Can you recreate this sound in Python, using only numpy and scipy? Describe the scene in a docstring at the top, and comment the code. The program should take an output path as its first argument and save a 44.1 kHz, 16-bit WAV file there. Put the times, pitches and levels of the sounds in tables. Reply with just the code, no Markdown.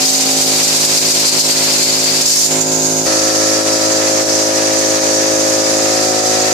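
"""A hopper gun sprays drywall texture in a kitchen: air hisses from the nozzle, a breathy whistle glides
in it, and the wet mix spatters as countless uneven droplets. All three are shaped noise.
The gun starts low; at about 2.2 s it is lifted and the hiss brightens, and soon the spatter is faint.
At about 3.1 s the scene changes suddenly to a hall, where the gun sprays the ceiling.
Throughout, a diaphragm compressor drones: a sum of harmonics, coloured by each room, plus a pulsing rush of air."""
import sys
import numpy as np
from scipy import signal
from scipy.fft import rfft, irfft, next_fast_len
from scipy.io import wavfile
from scipy.ndimage import uniform_filter1d, minimum_filter1d

SR = 44100
rng = np.random.default_rng(int(sys.argv[2]) if len(sys.argv) > 2 else 0)


def dump(signal):
    """Clip the signal to [-1, 1] and save it as 16-bit WAV at the path in sys.argv[1]."""
    limited = np.clip(np.atleast_2d(signal).T, -1, 1)
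    pcm = np.round(limited * 32767).astype(np.int16)
    wavfile.write(sys.argv[1], SR, pcm)


N = 287973

# compressor speed before its slight wander: t/s, strokes/(1/s)
SPEED = [(0, 53.27), (3.0, 53.27), (3.2, 53.21), (6.53, 53.21)]
# how much stronger the left ear hears the hiss and spatter than the right, in each room: f/Hz, level/dB
EARS_KITCHEN = [(300, -7), (1500, 0.5), (2400, -2.5), (3400, 0.5), (4600, 10), (5400, 5), (6300, -5.5),
                (7100, -8.5), (8400, -9), (10000, -4), (12000, -3.5), (14500, 0)]
EARS_HALL = [(300, -7), (1200, -2.5), (2700, 4), (3600, -1), (4400, 5.5), (5000, 9), (5800, -4),
             (7100, -13), (8400, -8), (9600, -5), (11500, -5), (14500, -1)]


def air_jet(in_hall, gust_db=0.86):
    """Fast air turns turbulent and hisses; the colour of the hiss follows the aim of the gun."""
    # colour of the jet aimed low, lifted, and aimed at the ceiling: f/Hz, relative level per Hz/dB
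    low_colour = [(60, -58), (2000, -16), (3300, -10.5), (4500, 1), (5500, 1), (7200, 1.5), (8400, -4.5),
                  (9500, -8.5), (12000, -12), (14500, -13)]
    lifted_colour = [(60, -53), (1500, -15), (3000, -12.5), (4000, -4.5), (4900, 2), (5600, 1.5),
                     (7200, 2.5), (8400, -5), (9500, -6.5), (11500, -11.5), (14500, -11.5)]
    ceiling_colour = [(200, -40), (2000, -25), (3300, -14), (4700, -0.5), (5500, 0), (6500, 2), (7300, -1),
                      (8200, -7), (9300, -12.5), (11500, -15), (14500, -25)]
    # left minus right while the gun is lifted: f/Hz, level/dB
    lifted_ears = [(300, -2), (1200, -2), (2400, 3), (3400, -1), (4600, 12), (5500, 3), (6300, -1.5),
                   (7100, -13), (8400, -6), (10000, -5), (12000, -4), (14500, 0)]
    low = room_noise(low_colour, EARS_KITCHEN)
    lifted = room_noise(lifted_colour, lifted_ears)
    kitchen = blend(low, lifted, after(2.25, 0.13))
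    hiss = blend(kitchen, room_noise(ceiling_colour, EARS_HALL), in_hall)
    tone, tone_gain = whistle(lifted_ears)
    mixed = (hiss + tone_gain * tone) / np.hypot(1, tone_gain)   # same power with or without whistle
    return mixed * from_db(gust_db * drift(18))


def whistle(ears, width_hz=870):
    """A narrow band of turbulence at the nozzle makes a breathy tone that glides in pitch."""
    # course of the whistle: t/s, f/Hz, level relative to the hiss/dB
    course = [(0, 5150, -13), (.8, 4840, -18), (1.3, 4600, -10), (1.8, 4617, -7.5), (2.15, 4860, -7),
              (2.35, 5300, -10), (2.45, 7130, -7), (2.6, 6900, 2), (2.85, 6640, 0.5), (3.04, 6640, 1),
              (3.1, 6366, -22), (4.4, 5590, -8.5), (4.8, 6210, -9), (5.3, 6230, -7), (5.6, 6900, -19),
              (6.53, 6400, -24)]
    hz, level_db = in_time(course)
    narrow = signal.butter(2, width_hz / 2, fs=SR, output="sos")
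    noise = rng.standard_normal((2, N)) + 1j * rng.standard_normal((2, N))
    sway = signal.sosfilt(narrow, noise)
    carrier = np.exp(2j * np.pi * np.cumsum(hz) / SR)   # moves the slow noise up to the whistle's pitch
    tone = rms_one((sway * carrier).real)
    pan = from_db(np.array([[1], [-1]]) * at_hz(ears, hz) / 2)
    return 2 * tone * pan / np.hypot(*pan), from_db(level_db)


def air_bursts(rise_s=0.0079, fall_s=0.03):
    """Short bursts of air through the nozzle raise the jet by some dB: each opens quickly, holds and closes."""
    # bursts: start t/s, length t/s, rise of the jet level/dB
    bursts = [(0.055, 0.062, 4.5), (0.133, .046, 5), (0.208, 0.023, 6), (.41, 0.033, 5.5), (.63, 0.026, 6),
              (0.676, .018, 4), (0.762, 0.026, 4.5), (0.849, .016, 7), (0.973, 0.029, 5),
              (1.106, 0.027, 5.5), (1.252, 0.049, 6), (1.392, 0.037, 5.5), (1.505, 0.036, 5),
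              (1.637, .016, 2), (1.828, 0.026, 4.5), (2.209, 0.032, 6), (2.258, 0.22, 9), (2.609, 0.025, 6),
              (2.715, .028, 4), (2.982, .025, 1.5)]
    rise_db = np.zeros(N)
    for s, length_s, db in bursts:
        rise_db += db * (after(s, rise_s) - after(s + length_s, fall_s))
    return rise_db


def near_walls(x, sway_s=.00003, sway_rate_hz=0.43, creep=.00008):
    """Early echoes carve ripples into the hiss; they creep and sway as the gun moves, differently in each ear."""
    # surfaces near the gun: typical echo delay t/s, level/dB
    surfaces = [(.0013, -14), (.0023, -8.5), (.0034, -8.5), (.0052, -10.5), (.0078, -8), (0.0114, -9.5)]
    now, out = np.arange(N), x.copy()
    for ear in range(2):
        fine = signal.resample_poly(x[ear], 2, 1)   # twice as many points, for delays between samples
        for delay_s, db in surfaces:
            own_delay_s = delay_s * rng.uniform(.8, 1.2)
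            lag = (own_delay_s + sway_s * drift(sway_rate_hz)) * SR
            lag += creep * rng.choice([-1, 1]) * now   # this surface comes nearer or recedes
            echo = np.interp(2 * (now - lag), np.arange(2 * N), fine, left=0, right=0)
            out[ear] += from_db(db) * echo
    return out * np.std(x) / np.std(out)


def spatter(in_hall, drop_spread_db=3.0, clump_db=1.5):
    """Countless droplets of uneven size leave the nozzle in clumps: noise of uneven strength, coloured by the room."""
    # colour of the spatter in each room: f/Hz, relative level per Hz/dB
    kitchen_colour = [(50, -22), (300, -3), (800, -7.5), (1200, -5), (1800, -5), (2400, -1), (3200, -4),
                      (4500, -0.5), (9000, -41)]
    hall_colour = [(60, -36), (300, -5), (900, 0.5), (1300, 4.5), (1550, 2.5), (1830, 7.5), (2150, 2.5),
                   (2450, 3.5), (3100, -1), (4500, 0), (9000, -17)]
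    drops = from_db(drop_spread_db * rng.standard_normal(N) + clump_db * drift(21))
    kitchen = room_noise(kitchen_colour, EARS_KITCHEN, drops)
    hall = room_noise(hall_colour, EARS_HALL, drops)
    return blend(kitchen, hall, in_hall)


def compressor(turn, in_hall):
    """The same machine sends its drone into both rooms; each room colours it in its own way."""
    # drone at two places in the kitchen, then three in the hall: harmonic number, relative level/dB
    kitchen_edge = [(1, -38), (2, -15.5), (3, -7), (4, -11), (5, 8), (6, -22), (7, -2.5), (8, -4),
                    (9, -1.5), (10, -7), (11, 3.5), (12, -6), (13, -11), (14, 6), (15, 1), (16, -19),
                    (17, -15), (18, -21), (19, -10), (20, -29), (21, -32), (22, -34), (23, -15), (24, -17),
                    (25, -21), (26, -15), (27, -31), (28, -26), (29, -20), (30, -30), (31, -20)]
    kitchen_inside = [(1, -41), (2, -13), (3, -4), (4, -16), (5, 1), (6, -6.5), (7, 0.5), (8, -9), (9, -8),
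                      (10, -2.5), (11, -2), (12, -45), (13, -3.5), (14, -16), (15, -9), (16, -13.5),
                      (17, -9), (18, -12), (19, -11.5), (20, -21), (21, -31), (22, -63), (23, -20),
                      (24, -26), (25, -15), (26, -18), (27, -17), (28, -24), (29, -43), (30, -11.5),
                      (31, -18)]
    hall_entry = [(1, -42), (2, -17), (3, -18.5), (4, -19), (5, -10), (6, -3.5), (7, -13.5), (8, -9.5),
                  (9, -26), (10, 0), (11, -7.5), (12, -7), (13, -14), (14, -10), (15, -25), (16, -33),
                  (17, -20), (18, -15.5), (19, -26), (20, -19), (21, -24), (22, -30), (23, -14), (24, -29),
                  (25, -8), (26, -18), (27, -30), (28, -21), (29, -24), (30, -35), (31, -34), (32, -14),
                  (33, -24), (34, -19)]
    hall_inside = [(1, -41), (2, -17), (3, -19), (4, -20.5), (5, -9), (6, -2), (7, -10.5), (8, -7.5),
                   (9, -20.5), (10, 1.5), (11, -6.5), (12, -4.5), (13, -15), (14, -13), (15, -12.5),
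                   (16, -28), (17, -18.5), (18, -13), (19, -29), (20, -32), (21, -24), (22, -39),
                   (23, -15.5), (24, -25), (25, -20.5), (26, -50), (27, -20), (28, -23), (29, -25),
                   (30, -31), (31, -45), (32, -15.5), (33, -28), (34, -31)]
    hall_edge = [(1, -38), (2, -10.5), (3, -12), (4, -11.5), (5, -3), (6, -7), (7, 2.5), (8, -28), (9, -1),
                 (10, 0), (11, -0.5), (12, -7), (13, -1), (14, 7), (15, -30), (16, -25), (17, -11),
                 (18, -27), (19, -31), (20, -19), (21, -37), (22, -35), (23, -10), (24, -12), (25, -5),
                 (26, -26), (27, -13), (28, -33), (29, -28), (30, -32), (31, -30), (32, -21), (33, -17),
                 (34, -27)]
    # the listener's path between those places: t/s, place counted from 0
    kitchen_path = [(0, 0.25), (.25, 0.27), (.8, 0.92), (3.1, 0.95)]
    hall_path = [(3.0, 0.2), (3.5, 0.22), (4.3, 0.88), (5.551, 0.93), (6.3, 1.7), (6.53, 1.6)]
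    # exhaust and intake puffs reaching each room: place in the cycle 0-1, ringing f/Hz, width f/Hz, pressure
    kitchen_puffs = [(.86, 300, 160, 1), (.21, 600, 150, .9)]
    hall_puffs = [(.72, 540, 200, 1), (.37, 350, 300, .7)]
    kitchen = drone(turn, kitchen_puffs, [kitchen_edge, kitchen_inside], kitchen_path,
                    ear_spread=0.4, left_db=0.6)
    hall = drone(turn, hall_puffs, [hall_entry, hall_inside, hall_edge], hall_path,
                 ear_spread=0.41, left_db=4.0)
    return blend(kitchen, hall, in_hall)


def drone(turn, puffs, places, path, ear_spread, left_db, waver_db=.5, flutter=0.045):
    """Two ringing puffs a stroke set when each harmonic arrives; standing waves set how loud it is."""
    treble_lead = .04   # cycles: the house passes treble sooner; lead of each harmonic over the one below
    echo_scatter = .15   # radians: echoes jostle the arrival of each harmonic
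    place, = in_time(path)
    orders = np.arange(1, len(places[0]) + 1)
    hz = orders * SPEED[0][1]
    stroke = np.zeros(len(orders), complex)
    for at, ring_hz, width_hz, push in puffs:
        ringing = 1 + 1j * (hz ** 2 - ring_hz ** 2) / (hz * width_hz)
        stroke += push * np.exp(-2j * np.pi * orders * at) / ringing
    phases = np.angle(stroke) + np.pi * treble_lead * orders ** 2
    phases += echo_scatter * rng.standard_normal(len(orders))
    gains = from_db(np.array(places)[:, :, 1]).T
    gains = gains / np.sqrt(np.sum(gains ** 2, axis=0))   # equal power at every place
    out = np.zeros((2, N))
    for k, gain, phase in zip(orders, gains, phases):
        shortness = min(k / 10, 2)   # short waves reach the two ears differently
        apart = np.float32(ear_spread * shortness * rng.choice([-1, 1]))
        ears = from_db(left_db * min(shortness, 1) * np.array([[.5], [-.5]]))
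        level = np.interp(place, np.arange(len(gain)), gain) * from_db(waver_db * drift(0.71))
        angle = 2 * np.pi * (k * turn % 1) + phase + flutter * drift(14)
        angle = angle.astype(np.float32)
        out += ears * level * np.cos([angle + apart, angle - apart])
    return np.sqrt(2) * out


def intake(turn, pulsing=0.53):
    """Air rushing through the compressor: breathy noise that swells once a stroke."""
    # colour of the rush: f/Hz, relative level per Hz/dB
    colour = [(20, -24), (35, -20), (50, -23), (80, -7), (200, -5), (300, 2), (550, 5), (800, -4.5),
              (1200, -21), (2500, -43)]
    swell = 1 + pulsing * np.cos(2 * np.pi * turn)
    return room_noise(colour, [(100, 0), (500, 1.8)], swell)


def thumps(hz=48, decay_s=0.0064):
    """Soft low thumps: each is a sine that damping stops almost at once; the last comes as the scene changes."""
    # thumps: t/s, level before the damping/dB; the last one falls on the sudden change of scene
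    thuds = [(.405, -35), (2.255, -41), (3.062, -28)]
    out = np.zeros(N)
    for s, db in thuds:
        age = np.clip(np.arange(N) / SR - s, 0, 1)
        out += from_db(db) * np.sin(2 * np.pi * hz * age) * np.exp(-age / decay_s)
    return out


def dips(width_s=0.022):
    """A gain that makes the level dip briefly, each time along a bell-shaped curve."""
    # dips: middle t/s, depth level/dB
    moments = [(1.125, 2), (2.245, 3), (2.64, 1.5), (2.74, 0), (3.035, 1.5), (3.33, 2.5), (3.635, 3),
               (3.785, 3), (4.255, 3.5), (4.445, 1), (4.533, 1.5), (4.83, 1), (5.0, 2.5), (5.14, 0.5),
               (5.64, 2), (5.795, 1), (6.22, 2), (6.495, 1)]
    t = np.arange(N) / SR
    depth_db = sum(db * np.exp(-((t - s) / width_s) ** 2) for s, db in moments)
    return from_db(-depth_db)


def gain_control(x):
    """Turns everything down while the sound is loud, holds, then recovers: the drone ducks under loud air."""
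    threshold_db, squeeze = -11.5, 0.88   # where it starts; share of the excess dB it takes away
    sense_s, hold_s, attack_s = 0.0099, .012, 0.0024
    release_db_per_s = 202
    power = uniform_filter1d(np.mean(x ** 2, axis=0), int(sense_s * SR))
    level_db = 10 * np.log10(np.abs(power) + 1e-12)
    cut_db = squeeze * np.maximum(level_db - threshold_db, 0)
    half = int(hold_s * SR / 2)
    held = -minimum_filter1d(-cut_db, 2 * half + 1, origin=half)   # greatest cut within the hold time
    recovery = release_db_per_s * np.arange(N) / SR
    released = np.maximum.accumulate(held + recovery) - recovery   # the cut falls no faster than the release
    r = np.exp(-1 / (attack_s * SR))
    smooth_cut_db = signal.lfilter([1 - r], [1, -r], released)
    return x * from_db(-smooth_cut_db)


def room_noise(spectrum, ears, excitation=1):
    """Noise scattered about a room reaches the ears partly alike; coloured, with a centre of spread 1."""
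    # likeness of the left and right sound: f/Hz, likeness from -1 (opposite) to 1 (same)
    likeness = [(30, 0.28), (150, 0.046), (500, 0.62), (900, 0.8), (1400, -0.3), (2300, 0.31), (3200, 0),
                (5000, 0.19), (14000, -0.094)]
    size = next_fast_len(N, True)
    hz = np.arange(size // 2 + 1) * SR / size
    mid, side = rfft(rng.standard_normal((2, N)) * excitation, size)
    alike = np.clip(at_hz(likeness, hz), -1, 1)
    sign = np.array([[1], [-1]])   # left, right
    pan = from_db(sign * at_hz(ears, hz) / 2)
    pair = np.sqrt(1 + alike) * mid + sign * np.sqrt(1 - alike) * side
    pair = pair * pan / np.hypot(*pan)
    out = irfft(pair * from_db(at_hz(spectrum, hz)), size)[:, :N]
    return out / np.std(out.mean(axis=0))


def drift(rate_hz):
    """Slow random wandering of rms 1: noise smoothed twice, made at every 40th sample."""
    r = np.exp(-80 * np.pi * rate_hz / SR)
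    noise = rng.standard_normal(N // 40 + 2002)
    slow = signal.lfilter([1], [1, -2 * r, r * r], noise)[2000:]   # skip the start-up
    return np.interp(np.arange(N) / 40, np.arange(len(slow)), rms_one(slow))


def blend(a, b, share):
    """Equal-power change from sound a to sound b."""
    return np.sqrt(1 - share) * a + np.sqrt(share) * b


def after(s, fade_s):
    """Rises from 0 to 1 around time s."""
    return np.clip((np.arange(N) / SR - s) / fade_s + .5, 0, 1)


def in_time(rows):
    """Each column of a curve, sample by sample."""
    s, *columns = np.transpose(rows)
    return [np.interp(np.arange(N) / SR, s, c) for c in columns]


def at_hz(points, hz):
    """Read a curve on a log-frequency axis."""
    f, value = np.transpose(points)
    return np.interp(np.log(np.maximum(hz, 1)), np.log(f), value)


def rms_one(x):
    """Scale to rms 1."""
    return x / np.sqrt(np.mean(x ** 2) + 1e-20)


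def from_db(db):
    """Decibels to gain."""
    return 10 ** (np.asarray(db) / 20)


def scene():
    """Gun and compressor together, first in the kitchen and then in the hall."""
    # the trigger, as the flow it lets through: t/s, air jet level/dB, spatter level/dB
    trigger = [(0, -15.5, -24.5), (.4, -16.5, -25.5), (.7, -13.5, -22.5), (2.2, -16, -24),
               (2.5, -16.5, -26), (2.7, -18, -30.5), (3.05, -18.5, -32), (3.075, -16, -25),
               (4.2, -18, -26.5), (5.2, -18, -26.5), (6.53, -19, -25.5)]
    # compressor loudness while the listener moves about the kitchen: t/s, level/dB
    kitchen_level = [(0, -21), (.4, -19.5), (.7, -20.5), (2.2, -22), (2.55, -18.5), (3.05, -19)]
    hall_db, intake_db = -16, -14.5   # steady drone in the hall; intake relative to the drone
    in_hall = after(3.064, 0.0044)   # the sudden change of scene

    jet_db, spatter_db = in_time(trigger)
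    jet = from_db(jet_db + air_bursts()) * near_walls(air_jet(in_hall))
    gun = jet + from_db(spatter_db) * spatter(in_hall)

    speed, = in_time(SPEED)
    turn = np.cumsum(speed * (1 + .0002 * drift(2.5))) / SR   # strokes so far
    kitchen_db, = in_time(kitchen_level)
    drone_db = kitchen_db + in_hall * (hall_db - kitchen_db)
    machine = compressor(turn, in_hall) + from_db(intake_db) * intake(turn)
    machine = from_db(drone_db) * machine
    return (machine + gun) * dips() + thumps()


def record(dry):
    """The gain is ridden, the highest peaks are rounded and the top is cut steeply."""
    level = gain_control(dry)
    rounded = level / (1 + (level / .85) ** 8) ** (1 / 8)
    top_cut = signal.ellip(12, .1, 90, 14450, fs=SR, output="sos")   # passes up to 14450 Hz
    return signal.sosfilt(top_cut, rounded)


dry = scene()
out = record(dry)
dump(out)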